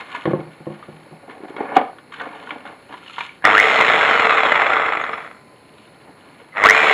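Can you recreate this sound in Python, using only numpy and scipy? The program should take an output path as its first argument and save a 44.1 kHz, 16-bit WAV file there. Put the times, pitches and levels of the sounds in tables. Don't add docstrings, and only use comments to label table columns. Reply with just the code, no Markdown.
import sys
import numpy as np
from scipy import signal
from scipy.fft import rfft, irfft
from scipy.io import wavfile
from scipy.ndimage import uniform_filter1d

SR = 44100
rng = np.random.default_rng(int(sys.argv[2]) if len(sys.argv) > 2 else 0)


def log_audio(samples):
    frames = np.atleast_2d(samples).T
    limited = np.clip(frames, -1, 1)
    pcm = np.round(limited * 32767).astype(np.int16)
    wavfile.write(sys.argv[1], SR, pcm)


def natural_amplitude(level_db):
    exponent = np.asarray(level_db, float) / 20
    return 10 ** exponent


N = 305613
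T = np.arange(N) / SR

# f/Hz, level/dB per Hz
AIR_SPECTRUM = [(20, 3.5), (60, 2), (180, -2.5), (280, -1.5), (540, -4), (950, -9), (1620, -12),
                (2260, -9.5), (3400, -28), (4200, -6.5), (6000, -17.5), (7500, -9), (10000, 4.5),
                (14000, 1.5)]
# f/Hz, level/dB
MIC_RESPONSE = [(20, -40), (90, -7), (150, 1), (4250, -1), (4600, 5), (5250, 0.5), (7000, -10),
                (10000, -18), (13000, -29.5), (15000, -41), (15600, -88)]
# f/Hz, width/Hz
MIC_NOTCHES = [(4780, 660), (5800, 1670), (8480, 2330), (12000, 1920), (14100, 250), (14800, 150)]

# f/Hz, width/Hz, level/dB
STONE_LOW = [(287, 142, -0.5), (436, 100, 1), (560, 54, 4), (751, 280, 0.5)]
# f/Hz, width/Hz, level/dB
STONE_HIGH = [(1090, 410, 7.5), (1423, 120, 10), (1716, 330, 7), (2122, 310, 5.5)]
# f/Hz, width/Hz, level/dB
SAND = [(2920, 1280, -1), (3490, 480, -9), (4170, 280, -1.5), (7500, 5700, -7)]

# t/s, peak level/dB, brightness/dB, t60/s
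THUDS = [(0.255, -16.5, 4, 0.09), (0.273, -9, -8.5, 0.19), (0.309, -14.5, 1, 0.054),
         (0.333, -9, -2.5, 0.13), (0.359, -21, -8, 0.13), (0.389, -18, -9, 0.16), (0.473, -30.5, -25, 0.19),
         (0.604, -27, -14, 0.13), (0.668, -19.5, -4, 0.14), (0.701, -24.5, -6.5, 0.24),
         (0.885, -25.5, -13, 0.14), (0.926, -34, -35, 0.5), (1.107, -38.5, -4.5, 0.16),
         (1.12, -28.5, -20, 0.22)]
# f/Hz, level/dB, share of t60/1
CASE_MODES = [(153, 4.5, 0.93), (203, 1.5, 0.95), (349.6, 9, 0.69), (517, 4.5, 0.78), (780, -18, 0.16),
              (1094, -7, 0.41), (1760, -16, 0.28)]
# t/s, peak level/dB, ring f/Hz, crack level/dB
TICKS = [(0.148, -12, 1000, -7), (0.199, -31, 1020, -1), (0.827, -25, 1213, -1), (1.296, -27.5, 400, 3.5),
         (1.404, -24, 372, -16), (1.435, -18.5, 383, -11), (1.504, -19.5, 387, -22),
         (1.565, -19.5, 397, 5.5), (1.607, -11, 390, -19), (1.646, -18, 434, -13), (1.754, -24, 2920, 0),
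         (1.985, -33.5, 1510, 9), (0.255, -19, 1790, 9), (2.121, -29, 3220, 2), (2.137, -22.5, 1560, -3),
         (2.163, -31.5, 3580, 2), (2.175, -35, 2170, -3), (2.201, -29, 3550, -5), (2.33, -24.5, 930, -9),
         (2.435, -32.5, 1030, 8), (3.029, -32.5, 1380, -6), (3.078, -24.5, 2870, -5), (3.207, -12, 2360, 1),
         (3.423, -29.5, 1690, 5), (2.198, -17.5, 1860, 5), (2.211, -14, 1500, -9), (2.258, -20, 1070, -10),
         (2.473, -20, 1460, -4.5), (2.491, -19, 1060, -9.5), (2.507, -16.5, 2300, 6.5),
         (2.653, -22.5, 820, 1.5), (2.665, -21, 1440, -10), (2.908, -29, 950, 2), (2.94, -19.5, 1000, 1),
         (3.062, -26.5, 2970, 2), (3.097, -25.5, 1340, -5), (3.139, -26.5, 3160, 3), (3.167, -26, 1350, 4),
         (3.182, -18.5, 954, 9), (3.207, -13.5, 943, -4), (3.2555, -32, 2080, -11), (3.292, -21, 2284, -10)]
# t/s, peak level/dB, ring f/Hz, crack level/dB
SNAGS = [
    (3.804, 3, 2060, -1),
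    (4.481, -9, 1074, -17),
    (4.921, -14, 1940, -20),
    (4.932, -9, 1170, -3),
    (5.091, -14, 1105, -13),
    (5.132, -15, 1195, -32),
    (5.782, -35, 3920, 1),
    (5.875, -42, 3650, 6),
    (6.4, -34, 560, 3),
    (6.416, -30.5, 470, -3),
]
# t/s, peak level/dB, t60/s
KNOCK = [
    (1.753, -22, .03),
    (1.762, -8, 0.046),
    (1.766, 7.5, 0.039),
    (1.78, -8, 0.017),
    (1.797, -28, 0.049),
    (1.813, -4, 0.022),
    (1.838, -29.5, 0.12),
    (1.86, -32, 0.022),
    (1.93, -25.5, 0.025),
]
# f/Hz, level/dB
BLOCK_MODES = [(420, -6.5), (756, 4.5), (1180, -8.5), (1500, -15), (2250, -24.5), (2900, -19.5)]
# t/s, level/dB, f/Hz, t60/s
PINGS = [
    (3.455, -14, 5300, .2),
    (3.457, -8, 3520, .12),
    (3.612, -15, 5300, .12),
    (5.013, -16, 6600, .17),
    (5.121, -27, 5300, .2),
    (5.28, -39, 1023, 5.5),
    (5.786, -30, 7500, .03),
    (6.522, -28, 2050, .4),
    (6.625, -3, 2060, .2),
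    (6.668, -5, 440, .25),
]
# t/s, peak level/dB
RIM_CHIPS = [
    (4.9703, -57),
    (5.0087, -51),
    (5.0646, -53),
    (5.103, -57),
    (5.1374, -57),
    (5.1823, -65),
    (5.2511, -58),
    (5.3514, -53),
    (5.4038, -58),
]
RIM_HZ, RIM_T60_S, RIM_DB = 7450, 0.07, 17

# t/s, fade/s per 20 dB, ringing level/dB, dull level/dB re ringing, sand level/dB re ringing
STROKES = [(0.001, 0.05, -28.5, -4.5, -1.5), (0.162, 0.32, -33.5, -7.5, -3), (0.262, 0.25, -41.5, -4, -23),
           (0.52, 2.5, -55.5, 2, 1.5), (0.723, 0.54, -49.5, -12, -3), (1.054, -7, -67, 6, -11),
           (1.3, 0.08, -37.5, -1, -9), (1.458, 0, -43, 7, -14), (1.484, 0.08, -43, 4.5, 0.5),
           (1.584, 0.29, -32.5, 3, -12), (1.769, 0.05, -17, -23, -20), (1.991, 0, -59, -13, 1),
           (2.125, 0.4, -39.5, -34, 0), (2.221, 0.38, -37.5, 2.5, -29), (2.511, -0.11, -38, 1.5, -2.1),
           (2.531, 0.2, -58.5, -1, -1.5), (2.664, 0.12, -36, -2, -6), (2.933, 0.1, -38, -6, -1.5),
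           (3.186, 0.14, -29.5, -14, 6), (5.4, -0.5, -70.5, 3, -1), (5.88, 1.5, -58, 1.5, 0),
           (6.082, 0.07, -54.5, 7.5, -6), (6.172, 1.4, -53, -5, 1.5), (6.404, 0, -61, 6, -4.5)]
# t/s, build/s per 20 dB, ringing level/dB, dull level/dB re ringing, sand level/dB re ringing
SWELLS = [(0.157, 0.15, -30.5, -9.5, -1.5), (1.29, 0.1, -55, 7, -13), (1.453, 0.077, -51.5, 12, -17),
          (1.749, 0.24, -35, 1.5, -29), (1.759, 0.0086, -35, -9.5, 14.5), (2.216, 0.049, -38, 7, -19),
          (2.5, 0.34, -49, -2, 8), (2.927, 0.033, -38, -1, -2), (3.165, 0.24, -45.5, -23, 13.5),
          (3.44, 0.018, -31.5, -11, -22), (5.86, 0.66, -63, 2, 14), (6.05, 0.16, -60, -7, 7)]

# first kick t/s, off t/s, kick depth level/dB
TRIGGERS = [
    (3.4415, 3.635, 23),
    (6.5297, 6.745, 24),
]
KICK_HZ = 101.6
# t/s, f/Hz
MESH_RUNS = [
    [(3.44, 350), (3.53, 1050), (3.56, 1400), (3.608, 2190), (3.655, 2190), (3.8, 1960), (3.9, 1755),
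     (4.25, 1285), (4.42, 1090), (4.58, 865), (4.95, 330), (5.4, 40)],
    [(6.52, 40), (6.6, 600), (6.64, 1000), (6.66, 1170), (6.69, 1820), (6.715, 2120), (6.75, 2430),
     (6.8, 2400), (6.93, 2150)],
]
# t/s, level/dB
LOAD_RUNS = [
    [(3.44, -27), (3.45, -12), (3.57, -18.5), (3.64, -14), (3.9, -12), (4.72, -14.5), (5.0, -21.5),
     (5.25, -33), (5.45, -60)],
    [(6.51, -69), (6.565, -29.5), (6.61, -21), (6.658, -10), (6.70, -15.5), (6.754, -12.5), (6.82, -12.5),
     (6.93, -11)],
]
# t/s, extra level/dB
JOLTS = [(3.448, 5.5), (3.503, 6.5), (3.546, 3), (3.554, 2.5), (3.577, 4), (3.593, 1.5), (3.612, 2),
         (3.789, 2), (3.804, 2), (3.882, 1), (4.918, 2), (5.138, 3.5), (6.562, 3), (6.57, 5.5),
         (6.581, 4.5), (6.667, 3), (6.704, 2)]
JOLT_RISE_S, JOLT_FALL_S = 0.0046, 0.015
# t/s, peak level/dB
BITES = [(4.1954, 5), (4.2204, -3), (4.2502, -5), (4.2687, -0.5), (4.2945, -6.5), (4.324, -3.5),
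         (4.3542, -9.5), (4.38, -6.5), (4.4049, -6), (4.4328, -1), (4.4496, -7), (4.4612, -3), (4.4852, -9),
         (4.5196, -1.5), (4.5445, -16), (4.555, -4.5), (4.5975, -5.5), (4.6188, -0.5), (4.644, -7),
         (4.6653, -6.5), (4.696, -15), (4.7326, -13.5), (4.767, -30.5), (4.7975, -12.5), (4.8578, -16),
         (4.8643, -15), (4.8884, -7.5), (4.9002, -13), (4.9224, -5.5), (4.9338, -5), (4.9514, -6),
         (4.971, -9.5), (5.0135, -16), (5.0384, -12), (5.0647, -15), (5.0926, -19.5), (5.1326, -28.5),
         (5.1327, -26.5), (5.1397, -21.5), (5.1775, -19), (5.183, -31.5), (5.2458, -32), (5.312, -26.5)]
SLACK_S = [
    3.6548,
    3.8314,
    6.751,
]
# share of turn/1, level at full speed/dB, gain on slowing/dB per octave
TURN_KNOCKS = [
    (0, 17, -3),
    (.36, 6, 12),
    (.62, -4, 16),
]
TEETH = 31
# multiple of mesh/1, level/dB
WHINE_PARTIALS = [(1, 0), (1.69, -5), (2.12, 3), (3.16, 7), (3.65, 2), (4.17, 3)]
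# mesh f/Hz, level/dB re grind
WHINE_DRIVEN = [(350, -25), (800, -17), (1000, -10), (1400, -8), (1780, 1), (1960, 3), (2120, -6)]
# mesh f/Hz, level/dB re grind
WHINE_COASTING = [(40, -30), (235, -14), (330, -16), (700, -30), (870, -17), (1130, -15), (1300, -13),
                  (1900, -15), (2130, -10), (2300, -8)]
# f/Hz, level/dB per Hz
FAN_SPECTRUM = [(3000, -45.5), (5250, -2), (6500, 0), (7500, 2), (9500, -3.5), (11000, -9.5), (13500, -4),
                (16000, -3)]
# f/Hz, level/dB per Hz
BODY_SPECTRUM = [(24, -80), (40, -53), (85, -40), (123, -20), (330, -13.5), (433, -8.5), (506, -4.5),
                 (775, -1), (905, -5), (1330, 4), (1590, -3), (2160, -3.5), (3380, -18), (4100, -22),
                 (5330, -51), (9020, -120)]
# f/Hz, level/dB, t60/s
GEARBOX_MODES = [(1276, -11.5, 0.063), (1882, 0.5, 0.028)]
# f/Hz, level/dB, t60/s
BIT_MODES = [(1165, -13, 0.02), (1500, -20, 0.012), (2110, -10.5, 0.022)]
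# f/Hz, level/dB, t60/s
BARREL_MODES = [(446.3, -13.5, 0.22), (1212, -20.5, 0.11), (2068, -11, 0.012), (3350, -20, 0.018),
                (5290, -27, 0.081), (7430, -20, 0.032)]
FULL_MESH_HZ, LOW_MESH_HZ = 2200, 1280
TREBLE_DB, TREBLE_DB_PER_OCTAVE, TREBLE_LEAST_DB = 3, 8.5, -13
FAN_DB, FAN_DB_PER_OCTAVE, FAN_DRIVEN_DB = -48.5, 6.5, 5.5


def level(x, db):
    return x * natural_amplitude(db) / np.sqrt(np.mean(x ** 2))


def shape(x, points, notches=()):
    hz = np.linspace(1, SR / 2, 4097)
    points_hz, points_db = np.array(points).T
    log = np.interp(np.log(hz), np.log(points_hz), points_db) * np.log(10) / 20
    for centre_hz, width_hz in notches:
        off = (hz - centre_hz) ** 2 + 100
        log = log + 0.5 * np.log(off / (off + width_hz ** 2))
    fold = np.r_[1, 2 * np.ones(4095), 1, np.zeros(4095)]
    response = irfft(np.exp(rfft(irfft(log) * fold)))
    return signal.fftconvolve(x, response[:4096])[:N]


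def slow_noise(size):
    return level(uniform_filter1d(rng.standard_normal(N), size=size), 0)


def mode(x, hz, t60_s):
    r, w = np.exp(-np.log(1000) / (t60_s * SR)), 2 * np.pi * hz / SR
    return signal.lfilter([0, r * np.sin(w)], [1, -2 * r * np.cos(w), r * r], x)


def bands(x, peaks):
    out = 0
    for hz, width_hz, db in peaks:
        b, a = signal.iirpeak(hz, hz / width_hz, SR)
        once = signal.lfilter(b, a, x)
        out = out + natural_amplitude(db) * signal.lfilter(b, a, once)
    return level(out, 0)


def decay(x, tail_s):
    return signal.lfilter([1], [1, -np.exp(-1 / (tail_s * SR))], x)


def grit(rate_hz, spread_db, tail_s):
    struck = rng.random(N) < rate_hz / SR
    size_db = spread_db * np.minimum(rng.exponential(size=N), 2.5)
    return decay(struck * natural_amplitude(size_db), tail_s)


def add_ring(out, s, db, hz, t60_s, rise_s):
    i = int(s * SR)
    t = np.arange(int(abs(t60_s) * SR) + 2) / SR
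    env = natural_amplitude(db) * (1 - np.exp(-t / rise_s)) * np.exp(-np.log(1000) * t / abs(t60_s))
    ring = env * np.sin(2 * np.pi * hz * t)
    out[i:i + len(t)] += ring[:N - i]


def burst(s, db, t60_s):
    env, i = np.zeros(N), int(s * SR)
    t = T[:min(int(abs(t60_s) * SR), N - i)]
    env[i:i + len(t)] = natural_amplitude(db) * np.exp(-np.log(1000) * t / abs(t60_s))
    return env


def peak(s, rise_s, fall_s):
    return natural_amplitude(-20 * np.where(T < s, (s - T) / abs(rise_s), (T - s) / abs(fall_s)))


def curve(runs):
    s, value = np.concatenate(runs).T
    live = sum((T >= run[0][0]) & (T <= run[-1][0]) for run in runs) > 0
    return live, np.interp(T, s, value)


def air():
    swell_db = 0.5 * slow_noise(9000)
    noise = rng.standard_normal(N)
    low = [p for p in AIR_SPECTRUM if p[0] < 4300] + [(4400, -91.0)]
    return shape(noise, AIR_SPECTRUM) / np.std(shape(noise, low)) * natural_amplitude(-47 + swell_db)


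def yard(near):
    t = np.arange(6000) / SR
    echo = rng.standard_normal(6000) * np.exp(-np.log(1000) * t / 0.45) * (t > 0.004)
    return natural_amplitude(-43) * signal.fftconvolve(near, echo)[:N]


def knocks():
    out, cracks, rattle = np.zeros((3, N))
    detune = 1 + 0.025 * rng.standard_normal((len(THUDS) + len(KNOCK), len(CASE_MODES)))
    for (s, db, bright_db, t60_s), ratios in zip(THUDS, detune):
        rattle += burst(s, db - 14.5, 1.15 * t60_s)
        for k, (hz, mode_db, share) in enumerate(CASE_MODES):
            ring_db = db - 11 + mode_db + (bright_db + 8.0) * k / 3
            add_ring(out, s, ring_db, hz * ratios[k], t60_s * share, 0.001)
    tick_t60_s = 0.05
    for s, db, hz, crack_db in TICKS + SNAGS:
        add_ring(out, s, db - 3.5, hz, 0.8 * tick_t60_s, 0.0004)
        cracks += burst(s, db + crack_db - 11.5, tick_t60_s)
    for (s, db, t60_s), ratios in zip(KNOCK, detune[::-1]):
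        rattle += burst(s, db - 21, 3.5 * t60_s)
        cracks += burst(s, db - 24, 2.06 * t60_s)
        for (hz, mode_db), ratio in zip(BLOCK_MODES, ratios):
            add_ring(out, s, db + mode_db, hz * ratio, 0.7 * t60_s, 0.002)
    for s, db, hz, t60_s in PINGS:
        add_ring(out, s, db - 10.0, hz, t60_s, 0.001)
    for s, db in RIM_CHIPS:
        add_ring(out, s, db + RIM_DB, RIM_HZ, RIM_T60_S, 0.001)
    out += rattle * bands(rng.standard_normal(N), STONE_LOW)
    return out + cracks * bands(rng.standard_normal(N), STONE_HIGH + SAND[:1])


def scrape():
    edge_s = 0.012
    shapes = [(peak(s, edge_s, fade_s), row) for s, fade_s, *row in STROKES]
    shapes += [(peak(s, build_s, edge_s), row) for s, build_s, *row in SWELLS]
    push = np.zeros((3, N))
    for env, (db, dull_db, sand_db) in shapes:
        push += env * natural_amplitude(db + np.array([[dull_db], [0], [sand_db]]))
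    grains = grit(140, 5.3, 0.0019)
    dull = bands((1 + 0.3 * grit(60, 9.5, 0.0062)) * rng.standard_normal(N), STONE_LOW)
    bright = bands((1 + 0.31 * grains) * rng.standard_normal(N), STONE_HIGH)
    sand = bands((1 + 1.0 * grains) * rng.standard_normal(N), SAND)
    return push[0] * dull + natural_amplitude(-0.5) * push[1] * bright + natural_amplitude(-1.0) * push[2] * sand


def motor_kicks():
    kick, power, blows = np.ones(N), np.zeros(N), np.zeros(N)
    uneven = rng.standard_normal(2000)
    for start_s, stop_s, depth_db in TRIGGERS:
        live = (T >= start_s) * np.clip((stop_s - T) / 0.035, 0, 1)
        cycle = np.maximum(T - start_s, 0) * KICK_HZ
        size = live * natural_amplitude(depth_db + 1.5 * uneven[cycle.astype(int)])
        x = cycle % 1 / 0.14
        kick += size * x * np.exp(-x)
        blows += 5 * size * np.diff(np.floor(cycle + 0.95), prepend=0)
        power += live
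    kick += natural_amplitude(16) * peak(6.655, 0.03, 0.02)
    return kick, power, blows


def layshaft_taps(mesh_hz, octaves, power, grind_db):
    uneven = rng.standard_normal(2000)
    turn = np.cumsum(mesh_hz) / TEETH / SR
    taken = np.interp(SLACK_S, T, turn)
    turn = turn - taken[np.maximum(np.searchsorted(SLACK_S, T) - 1, 0)] + 100
    coasting = (1 - power) * (mesh_hz > LOW_MESH_HZ)
    taps = np.zeros(N)
    for k, (share, db, slowing_db) in enumerate(TURN_KNOCKS):
        count = np.floor(turn - share)
        size_db = np.minimum(db - slowing_db * octaves, 16) + 1.8 * uneven[count.astype(int) + 300 * k]
        taps += coasting * natural_amplitude(size_db) * (np.diff(count, prepend=0) > 0)
    for s, db in BITES:
        i = int(s * SR)
        taps[i] += natural_amplitude(db - grind_db[i] + 4.5)
    return taps


def gear_whine(mesh_hz, power, gate):
    driven_db = np.interp(mesh_hz, *zip(*WHINE_DRIVEN))
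    coasting_db = np.interp(mesh_hz, *zip(*WHINE_COASTING))
    whine_db = power * driven_db + (1 - power) * coasting_db
    wobble = natural_amplitude((0.025 + 0.12 * power) * slow_noise(300))
    phase = 2 * np.pi * np.cumsum(mesh_hz * wobble) / SR
    faint_db = 7 * power - 1 + 30 * np.log2(np.maximum(830 / mesh_hz, 1))
    whine = np.zeros(N)
    for multiple, db in WHINE_PARTIALS:
        whine += natural_amplitude(db - 3 + 2 * power - (multiple > 1) * faint_db) * np.sin(multiple * phase)
    whine *= natural_amplitude(whine_db) * gate ** (0.75 + 1.1 * power)
    return whine * natural_amplitude((1.5 + 1.5 * power) * slow_noise(500))


def drill():
    mesh_hz = curve(MESH_RUNS)[1]
    on, grind_db = curve(LOAD_RUNS)
    for s, db in JOLTS:
        grind_db = grind_db + db * peak(s, 2.3 * JOLT_RISE_S, 2.3 * JOLT_FALL_S)
    octaves = np.log2(mesh_hz / FULL_MESH_HZ)
    kick, power, blows = motor_kicks()
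    taps = layshaft_taps(mesh_hz, octaves, power, grind_db)

    shy_db = power * np.minimum(grind_db + 12, 0)
    treble_db = np.maximum(TREBLE_DB + TREBLE_DB_PER_OCTAVE * octaves, TREBLE_LEAST_DB) + 0.6 * shy_db
    fan_db = 0.84 * shy_db + FAN_DB + FAN_DB_PER_OCTAVE * octaves + FAN_DRIVEN_DB * power

    grains = (0.45 + 0.75 * (mesh_hz < LOW_MESH_HZ)) * grit(220, 3, 0.0015)
    beat = kick + decay(taps, 0.0035) + grains
    noise = rng.standard_normal(N)
    rasp = beat * noise + 2.0 * taps + 0.073 * blows
    norm = np.sqrt(uniform_filter1d(rasp ** 2, size=3000))
    rasp /= norm
    gate = beat / np.sqrt(uniform_filter1d(beat ** 2, size=3000))
    whine = gear_whine(mesh_hz, power, gate)

    body = BODY_SPECTRUM[:-2] + [(5000, -44.0), (7000, -31.5)]
    sound = shape(rasp + whine, body) / np.std(shape(rasp, body))
    for hz, db, t60_s in GEARBOX_MODES:
        sound += natural_amplitude(db - 18.5) * mode(blows / norm, hz, t60_s)
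    for k, (hz, db, t60_s) in enumerate(BIT_MODES):
        uneven_taps = taps / norm * natural_amplitude(2.3 * np.roll(noise, k + 1))
        sound += natural_amplitude(db) * mode(uneven_taps, hz, t60_s)
    ceiling = 4.5 + 10 * power
    sound = ceiling * np.tanh(sound / ceiling)

    top = signal.sosfilt(signal.butter(2, 2600, "high", fs=SR, output="sos"), sound)
    push = on * natural_amplitude(grind_db)
    sound = push * (sound + (natural_amplitude(0.5 * (treble_db + 14)) - 1) * top)
    fan = level(shape(np.sqrt(gate) * rng.standard_normal(N), FAN_SPECTRUM), 0)
    sound += on * natural_amplitude(fan_db + 30.5) * fan
    for hz, db, t60_s in BARREL_MODES:
        sound += natural_amplitude(db) * mode(push * rasp, hz, t60_s) * np.sqrt(20 / (t60_s * SR))
    return sound


def scene():
    near = knocks() + scrape() + drill()
    return (near + yard(near) + air())[None]


def band_limit(x):
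    return signal.sosfilt(signal.butter(12, 15600, fs=SR, output="sos"), x)


def record(dry):
    mix = np.clip(shape(dry[0], MIC_RESPONSE, MIC_NOTCHES), -1, 1)
    return band_limit(mix[None])


dry = scene()
out = record(dry)
log_audio(out)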